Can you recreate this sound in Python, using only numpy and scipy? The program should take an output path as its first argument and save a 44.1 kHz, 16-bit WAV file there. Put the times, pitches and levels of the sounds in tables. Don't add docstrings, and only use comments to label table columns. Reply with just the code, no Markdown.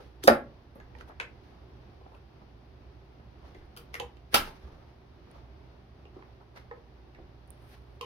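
import sys
import numpy as np
from scipy import signal
from scipy.fft import rfft, irfft, next_fast_len
from scipy.io import wavfile
from scipy.ndimage import map_coordinates

SR = 44100
rng = np.random.default_rng(int(sys.argv[2]) if len(sys.argv) > 2 else 0)


def dump(signal):
    limited = np.clip(np.atleast_2d(signal).T, -1, 1)
    pcm = np.round(limited * 32767).astype(np.int16)
    wavfile.write(sys.argv[1], SR, pcm)


def voltage_ratio(level):
    return 10 ** (np.asarray(level, float) / 20)


N = 355093

# [Hz, dB per Hz]
THIN_EDGE = [(4500, -17.5), (7000, -8.5), (9000, 6.5), (12000, 4.5), (15500, -1.5)]


def unit(x):
    return x / np.sqrt(np.mean(np.abs(x) ** 2) + 1e-20)


def along(points, hz):
    f, v = np.transpose(points)
    return np.interp(np.log(hz + 1), np.log(f + 1), v)


def wobble(rate):
    knots = rng.standard_normal(int(N * rate / SR) + 4)
    return map_coordinates(knots, [np.arange(N) * rate / SR])


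def filtered(x, response):
    m = next_fast_len(x.shape[-1] + 8192)
    return irfft(rfft(x, m) * response(np.fft.rfftfreq(m, 1 / SR)), m)[..., :x.shape[-1]]


def causal(spectrum):
    def response(hz):
        cep = irfft(np.log(voltage_ratio(along(spectrum, hz)) + 1e-6))
        half = len(cep) // 2
        cep[1:half] *= 2
        cep[half + 1:] = 0
        return np.exp(rfft(cep))
    return response


def modes(table, soft_hz):
    def response(f):
        total = 0
        for k, (centre, width, db) in enumerate(table):
            loss = 1j * f * width
            total = total + (-1) ** k * voltage_ratio(db) * loss / (centre * centre - f * f + loss)
        return total / (1 + 1j * f / soft_hz) ** 2
    return response


def burst(t60, rise, response, blow=0):
    t = np.arange(SR // 10) / SR
    force = rng.standard_normal(len(t)) * voltage_ratio(-60 * t / t60) * (1 - np.exp(-t / rise))
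    x = filtered(force / np.linalg.norm(force) + blow * signal.unit_impulse(len(t)), response)
    return x / np.max(np.abs(x))


def add(out, x, s):
    part = out[:, max(round(s * SR), 0):][:, :x.shape[1]]
    part += x[:, :part.shape[1]]


def heard(x, pan_db, lag, wet_db):
    # [Hz, 0 to 1]
    walls_alike = [(100, 0.91), (300, 0.97), (700, 0.48), (1500, .1), (4000, 0.091)]
    # [Hz, s]
    room_decay = [(150, 0.49), (500, 0.22), (2000, .26), (5000, 0.17), (12000, 0.19)]
    hz, t, z = signal.stft(rng.standard_normal((2, SR // 3)), SR, nperseg=256)
    turn = np.arccos(np.clip(along(walls_alike, hz), 0, 1))[:, None] / 2
    common, opposed = np.cos(turn) * z[0], np.sin(turn) * z[1]
    z = np.array([common + opposed, common - opposed])
    tail = signal.istft(z * voltage_ratio(-60 * t / along(room_decay, hz)[:, None]), SR, nperseg=256)[1]
    tail *= 1 - np.exp(-np.arange(tail.shape[1]) / (0.0032 * SR))
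    wet = signal.fftconvolve(x[None], tail / np.linalg.norm(tail[0]), axes=1)

    half = np.array([[.5], [-.5]])
    delay_s = lag * half + .001
    dry_pair = np.pad(x, (0, wet.shape[1] - len(x))) * voltage_ratio(pan_db * half)
    direct = filtered(dry_pair, lambda f: np.exp(-2j * np.pi * f * delay_s))
    return direct + voltage_ratio(wet_db) * wet


def pair(spectrum):
    # [Hz, 0 to 1; beyond is clipped]
    alike = [(60, 0.92), (180, 1), (550, 0.42), (1650, -0.05), (4970, -1.6), (15000, -0.02)]

    def mid_side(hz):
        turn = np.arccos(np.clip(along(alike, hz), 0, 1)) / 2
        return voltage_ratio(along(spectrum, hz)) * [np.cos(turn), np.sin(turn)]
    mid, side = filtered(rng.standard_normal((2, N)), mid_side)
    return unit(np.array([mid + side, mid - side]))


def hand(s):
    # [s, dB, dB]
    places = [(.75, 2, 0), (.95, -14.5, -6.5), (1.2, 6.5, -2), (1.6, -3, -8), (3.6, 3, -1), (3.95, 4.5, -1),
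              (4.0, -8, -2.5), (6.7, -4.5, -4), (8, -7, 0.5)]
    at, pan_db, room_db = np.transpose(places)
    return np.interp(s, at, pan_db), np.interp(s, at, room_db)


def hands_lag(s):
    return np.interp(s, [4.4, 5.6], [-.0003, .00025])


def landing(lag, room_db, crack_room_db, cracks, film, blows, body):
    out = np.zeros((2, N))
    for s, db, t60 in cracks:
        crack = voltage_ratio(db) * burst(t60, 0.001, causal(film), blow=0.33)
        add(out, heard(crack, 0, lag, crack_room_db), s - .0015)
    ring = filtered(signal.unit_impulse(SR // 5), modes(body, soft_hz=2100))
    ring /= np.max(np.abs(ring))
    drum = np.zeros((1, SR // 4))
    first_s = blows[0][0]
    for s, db in blows:
        add(drum, voltage_ratio(db) * ring[None], s - first_s)
    add(out, heard(drum[0], -4.5, lag, room_db), first_s - .0015)
    return out


def slaps():
    # [s, dB, s]
    first_cracks = [(0.235, -39.5, 0.016), (0.2753, -15.5, 0.036), (0.277, -9, 0.008)]
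    second_cracks = [(4.342, -25.5, 0.018), (4.3438, -3.5, 0.031), (4.351, -12, 0.12)]
    # [Hz, dB per Hz]
    first_film = [(900, -34.5), (1600, -14), (3300, -10), (4250, -2.5), (5100, -6), (6200, -12.5),
                  (7300, -13), (10600, -9.5), (15800, -20.5)]
    second_film = [(880, -18.5), (1500, -4), (1930, -11.5), (3170, -11), (5220, -8), (6250, -16.5),
                   (11600, -13), (14500, -15.5), (16300, -21)]
    # [s, dB]
    first_blows = [(0.274, -20), (.2800, 0.5), (.2838, -3), (0.2873, -2.5), (0.3012, -8)]
    second_blows = [(4.3415, -20.5), (4.3440, -5.5), (4.3470, -13), (4.35, -16), (4.3560, -14.5),
                    (4.365, -18)]
    # [Hz, Hz, dB]
    cover = [(235, 79, -12.5), (345, 35, -3), (624, 140, 2), (890, 91, -5), (1297, 550, -8.5),
             (1900, 500, -23)]
    stack = [(184, 170, -11.5), (333, 80, -10), (540, 81, -2), (808, 88, 0.5), (1390, 207, 2),
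             (1750, 120, -7), (2916, 670, 2)]
    # left microphone after right [s], room answer to drum and to cracks [dB]
    lags = (-.0003, -.0005)
    room_db = (-4, -2)
    crack_room_db = (-6.5, -2.5)
    first = landing(lags[0], room_db[0], crack_room_db[0], first_cracks, first_film, first_blows, cover)
    second = landing(lags[1], room_db[1], crack_room_db[1], second_cracks, second_film, second_blows, stack)
    return first + second


def flicks():
    # [s, dB, Hz, dB]
    flick_events = [(0.2384, -29, 5265, -2.5), (0.8002, -52, 1900, -22), (0.9506, -52.5, 1870, -50),
                    (0.9863, -60, 3000, -11), (1.009, -46.5, 1440, -22), (1.1065, -52.5, 1700, -37),
                    (1.1997, -29.5, 1780, -28), (1.2105, -41.5, 2715, -24), (2.148, -60, 2600, -18),
                    (3.2003, -62, 1640, -30), (3.5473, -54.5, 2010, -26), (3.6143, -59.5, 1780, -36.5),
                    (3.7648, -48, 3200, -1), (3.7733, -42.5, 3170, 0), (3.9417, -32, 1900, -9),
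                    (3.9522, -37, 1750, -30), (3.964, -56, 2530, -16), (3.9986, -32.5, 3000, -12),
                    (4.1692, -57.5, 2600, -19.5), (6.0536, -55.5, 2700, -39), (6.2233, -56.5, 2065, -40),
                    (6.561, -52, 1620, -14.5), (6.573, -53, 2110, -24), (6.712, -45, 1870, -66),
                    (7.1482, -55.5, 1900, -32.5), (8.011, -37, 2940, -13.5)]
    # [Hz, dB per Hz]
    broad_crack = [(1200, -21), (2800, -3.5), (4500, 2.5), (6500, -5), (8500, -23.5), (12000, -40)]
    out = np.zeros((2, N))
    for s, db, hz, crisp_db in flick_events:
        width_hz = .22 * voltage_ratio(0.48 * (db + 41.5)) * hz
        soft_hz = 8 * voltage_ratio(.3 * crisp_db) * hz
        pitch = modes([(hz, width_hz, 0)], soft_hz)
        film = lambda f: pitch(f) + voltage_ratio(crisp_db - 15) * causal(broad_crack)(f)
        x = voltage_ratio(db + 6.5) * burst(0.016, 0.00026, film, blow=0.74)
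        x += voltage_ratio(db + crisp_db + 7.5) * burst(0.0081, 0.00019, causal(THIN_EDGE), blow=.7)
        pan_db, room_db = hand(s)
        add(out, heard(x, pan_db, hands_lag(s), room_db), s - .0005)
    return out


def knocks():
    # [s, dB, Hz, dB re knock]
    knock_events = [(0.001, -45, 520, -9), (0.24, -29.5, 348, -9), (0.756, -42.5, 250, -20),
                    (0.8, -52, 900, -14), (0.95, -45.5, 920, -8), (1.008, -45.5, 1390, -14),
                    (1.075, -46, 755, -12), (1.197, -33.5, 1500, -9), (2.011, -53, 386, 3),
                    (2.062, -46, 787, -12), (2.117, -50.5, 900, -3.5), (1.209, -40, 607, -19),
                    (2.415, -50, 155, 1), (3.197, -47.5, 200, -12), (3.458, -57, 328, -16),
                    (3.547, -47, 345, -17), (3.766, -45, 1253, -5), (3.94, -46.5, 550, 0.5),
                    (3.999, -40.5, 476, 10), (4.474, -36.5, 890, -14), (4.648, -46.5, 190, -25),
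                    (5.268, -50, 243, -6), (6.053, -49.5, 416, -5.5), (6.164, -40, 344, -16),
                    (6.224, -45.5, 1057, -10), (6.557, -57, 520, -6), (6.711, -40, 1000, 6),
                    (7.186, -43.5, 387, -19.5), (8.009, -35.5, 1030, 1)]
    # [Hz, Hz, dB]
    board = [(476, 18, 7.5), (819, 54, 0.5), (1030, 85, -1.5), (1260, 59, -6)]
    out = np.zeros((2, N))
    for s, db, hz, board_db in knock_events:
        spot = modes([(hz, 62 + 0.056 * hz, 0)], soft_hz=1550)
        rattle_t60_s = min(7 / hz, .025)
        x = burst(rattle_t60_s, 0.00091, spot, blow=0.55)
        x += voltage_ratio(board_db) * burst(0.023, 0.0012, modes(board, soft_hz=2490), blow=1.2)
        room_db = hand(s)[1] + 1.5
        add(out, heard(voltage_ratio(db + 0.64) * x, -2.5, hands_lag(s), room_db), s + 0.00026)
    return out


def ticks():
    # [s, dB, Hz, dB, dB]
    tick_events = [(0.7528, -60, 12210, 3, -3), (3.6544, -69, 10480, -8, 2), (5.313, -52, 9700, -16, -2),
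                   (7.4757, -59, 8970, -4, -5.5), (7.5043, -40, 8960, -15, -10)]
    out = np.zeros((2, N))
    for s, db, hz, wet_db, pan_db in tick_events:
        def edge(f):
            resonance = 1j * f * 0.16 * hz / (hz * hz - f * f + 1j * f * 0.11 * hz)
            return causal(THIN_EDGE)(f) * (0.49 + resonance)
        x = voltage_ratio(db + 3.5) * burst(0.0028, 0.00018, edge, blow=0.68)
        add(out, heard(x, pan_db, hands_lag(s), wet_db), s - .0003)
    return out


def stroke(s, db, build, let_go):
    late = np.arange(N) / SR - s
    near = (late > -build) & (late < let_go)
    out = np.zeros(N)
    out[near] = voltage_ratio(db - 60 * np.maximum(-late[near] / build, late[near] / let_go))
    return out


def slides():
    # [s, dB, s, s, dB re scrape]
    strokes = [(0.006, -59.5, .02, 0.42, -13), (0.238, -39.5, 0.031, 0.0095, -12),
               (1.016, -55, .18, 0.064, -15), (1.09, -66, .2, 0.066, -9), (1.436, -67.5, .025, .7, -14),
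               (2.146, -76.5, .3, .4, -6), (3.47, -63.5, .15, 0.3, -16.5), (3.55, -72, .05, .6, -11),
               (4.338, -38.5, 0.043, .006, -5.5), (4.451, -47.5, 0.054, 0.31, -10.5),
               (4.601, -64, 0.4, 1.3, -17), (3.94, -53, 0.032, 0.011, -12), (5.314, -68, .04, .06, -12),
               (5.39, -69, 0.85, 0.14, -20), (6.17, -70.5, 0.33, .5, -30.5), (6.566, -54, 0.057, 0.23, -15),
               (7.72, -66, 0.63, 0.24, -1.5), (7.742, -59, 0.14, 0.15, -18), (7.95, -77, 0.62, .3, -4)]
    # [s, dB, s]
    palm_strokes = [(0.002, -53, 0.13), (1.011, -51, 0.13), (1.098, -54, .1), (1.54, -63, .5),
                    (2.06, -63, 0.21), (2.146, -56.5, .2), (3.452, -57, 0.32), (4.335, -35, 0.025),
                    (4.488, -53.5, 0.57), (4.684, -61, .3), (4.782, -63.5, 0.91), (5.366, -58, 0.43),
                    (6.171, -56, 0.28), (6.413, -56.5, .12), (1.117, -52, 0.061), (6.515, -64, .1),
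                    (6.57, -50, 0.2), (7.642, -61, 0.28), (7.745, -61.5, .3)]
    # [Hz, dB per Hz]
    scrape_colour = [(700, -28.5), (1500, 2), (2500, -4), (4500, -7), (6200, -13), (7500, -29)]
    rub_colour = [(200, -4.5), (400, 4), (800, 2), (1300, 1.5), (2200, -40)]
    grain = voltage_ratio(1.4 * wobble(140) + 1.6 * wobble(50))
    hiss = unit(grain * pair(THIN_EDGE))
    scrape = unit(grain * pair(scrape_colour))
    rub = unit(grain * pair(rub_colour))
    out = np.zeros((2, N))
    for s, db, build, let_go, hiss_db in strokes:
        out += stroke(s, db, build, let_go) * (scrape + voltage_ratio(hiss_db) * hiss)
    for s, db, length in palm_strokes:
        out += stroke(s, db, 0.46 * length, length) * rub
    return out


def low_air():
    # [s, dB, Hz]
    pushes = [(0.302, -28, 67.7), (.34, -43, 32), (.79, -48, 30.1), (3.57, -43, 30), (3.77, -52, 30),
              (4.365, -31, 66.9), (4.385, -32.5, 28), (4.636, -30.5, 62.5), (4.7, -45, 29.25),
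              (7.18, -45.5, 35.3)]
    t, out = np.arange(SR) / SR, np.zeros((1, N))
    for s, db, hz in pushes:
        cycles = t * hz
        swell = voltage_ratio(db - 60 * cycles / 11) * (1 - np.exp(-cycles / 0.87))
        add(out, (swell * np.sin(2 * np.pi * cycles))[None], s)
    return out * voltage_ratio([[-1.2], [1.2]])


def background():
    # [Hz, dB rms]
    hum_tones = [(59.2, -59.5), (118.4, -64)]
    # [Hz, dB per Hz]
    drone_colour = [(20, -19.5), (42, -11.5), (72, 2), (95, -8.5), (125, -6), (180, -13.5), (330, -13),
                    (385, -9.5), (450, -19), (750, -18), (1320, -26), (4900, -37.5), (6300, -45.5),
                    (7000, -56)]
    self_noise = [(6000, -30), (8300, -12), (9000, 2.5), (12000, -3.5), (15700, -2.5)]
    # [Hz, dB]
    lean = [(60, -3.5), (180, -1.5), (550, -2.5), (1650, -0.5), (4970, 5.5), (15000, -7.5)]
    t = np.arange(N) / SR
    hum = np.zeros(N)
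    for hz, db in hum_tones:
        level = np.sqrt(2) * voltage_ratio(db + 0.5 + .6 * wobble(3.3))
        hum += level * np.sin(2 * np.pi * hz * t + 0.13 * wobble(4.5))
    swell_db = .3 * wobble(1.5) + .6 * wobble(8)
    drone = voltage_ratio(-54.5 + swell_db) * pair(drone_colour)
    hiss = voltage_ratio(-90) * pair(self_noise)
    return filtered(hum + drone + hiss, lambda hz: voltage_ratio(along(lean, hz) * [[.5], [-.5]]))


def scene():
    return slaps() + flicks() + knocks() + ticks() + slides() + low_air() + background()


def top_cut(x):
    return signal.sosfilt(signal.butter(12, 16630, fs=SR, output="sos"), x)


def record(dry):
    # [Hz, dB]
    port = [(5800, 0.5), (7000, -1.5), (8000, -4.5), (8800, -1)]
    top_hz = 15830
    bent = dry / (1 + np.abs(dry / .98) ** 6) ** (1 / 6)
    mix = filtered(bent, lambda hz: voltage_ratio(along(port, hz)) / (1 + (hz / top_hz) ** 120))
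    return top_cut(mix)


dry = scene()
out = record(dry)
dump(out)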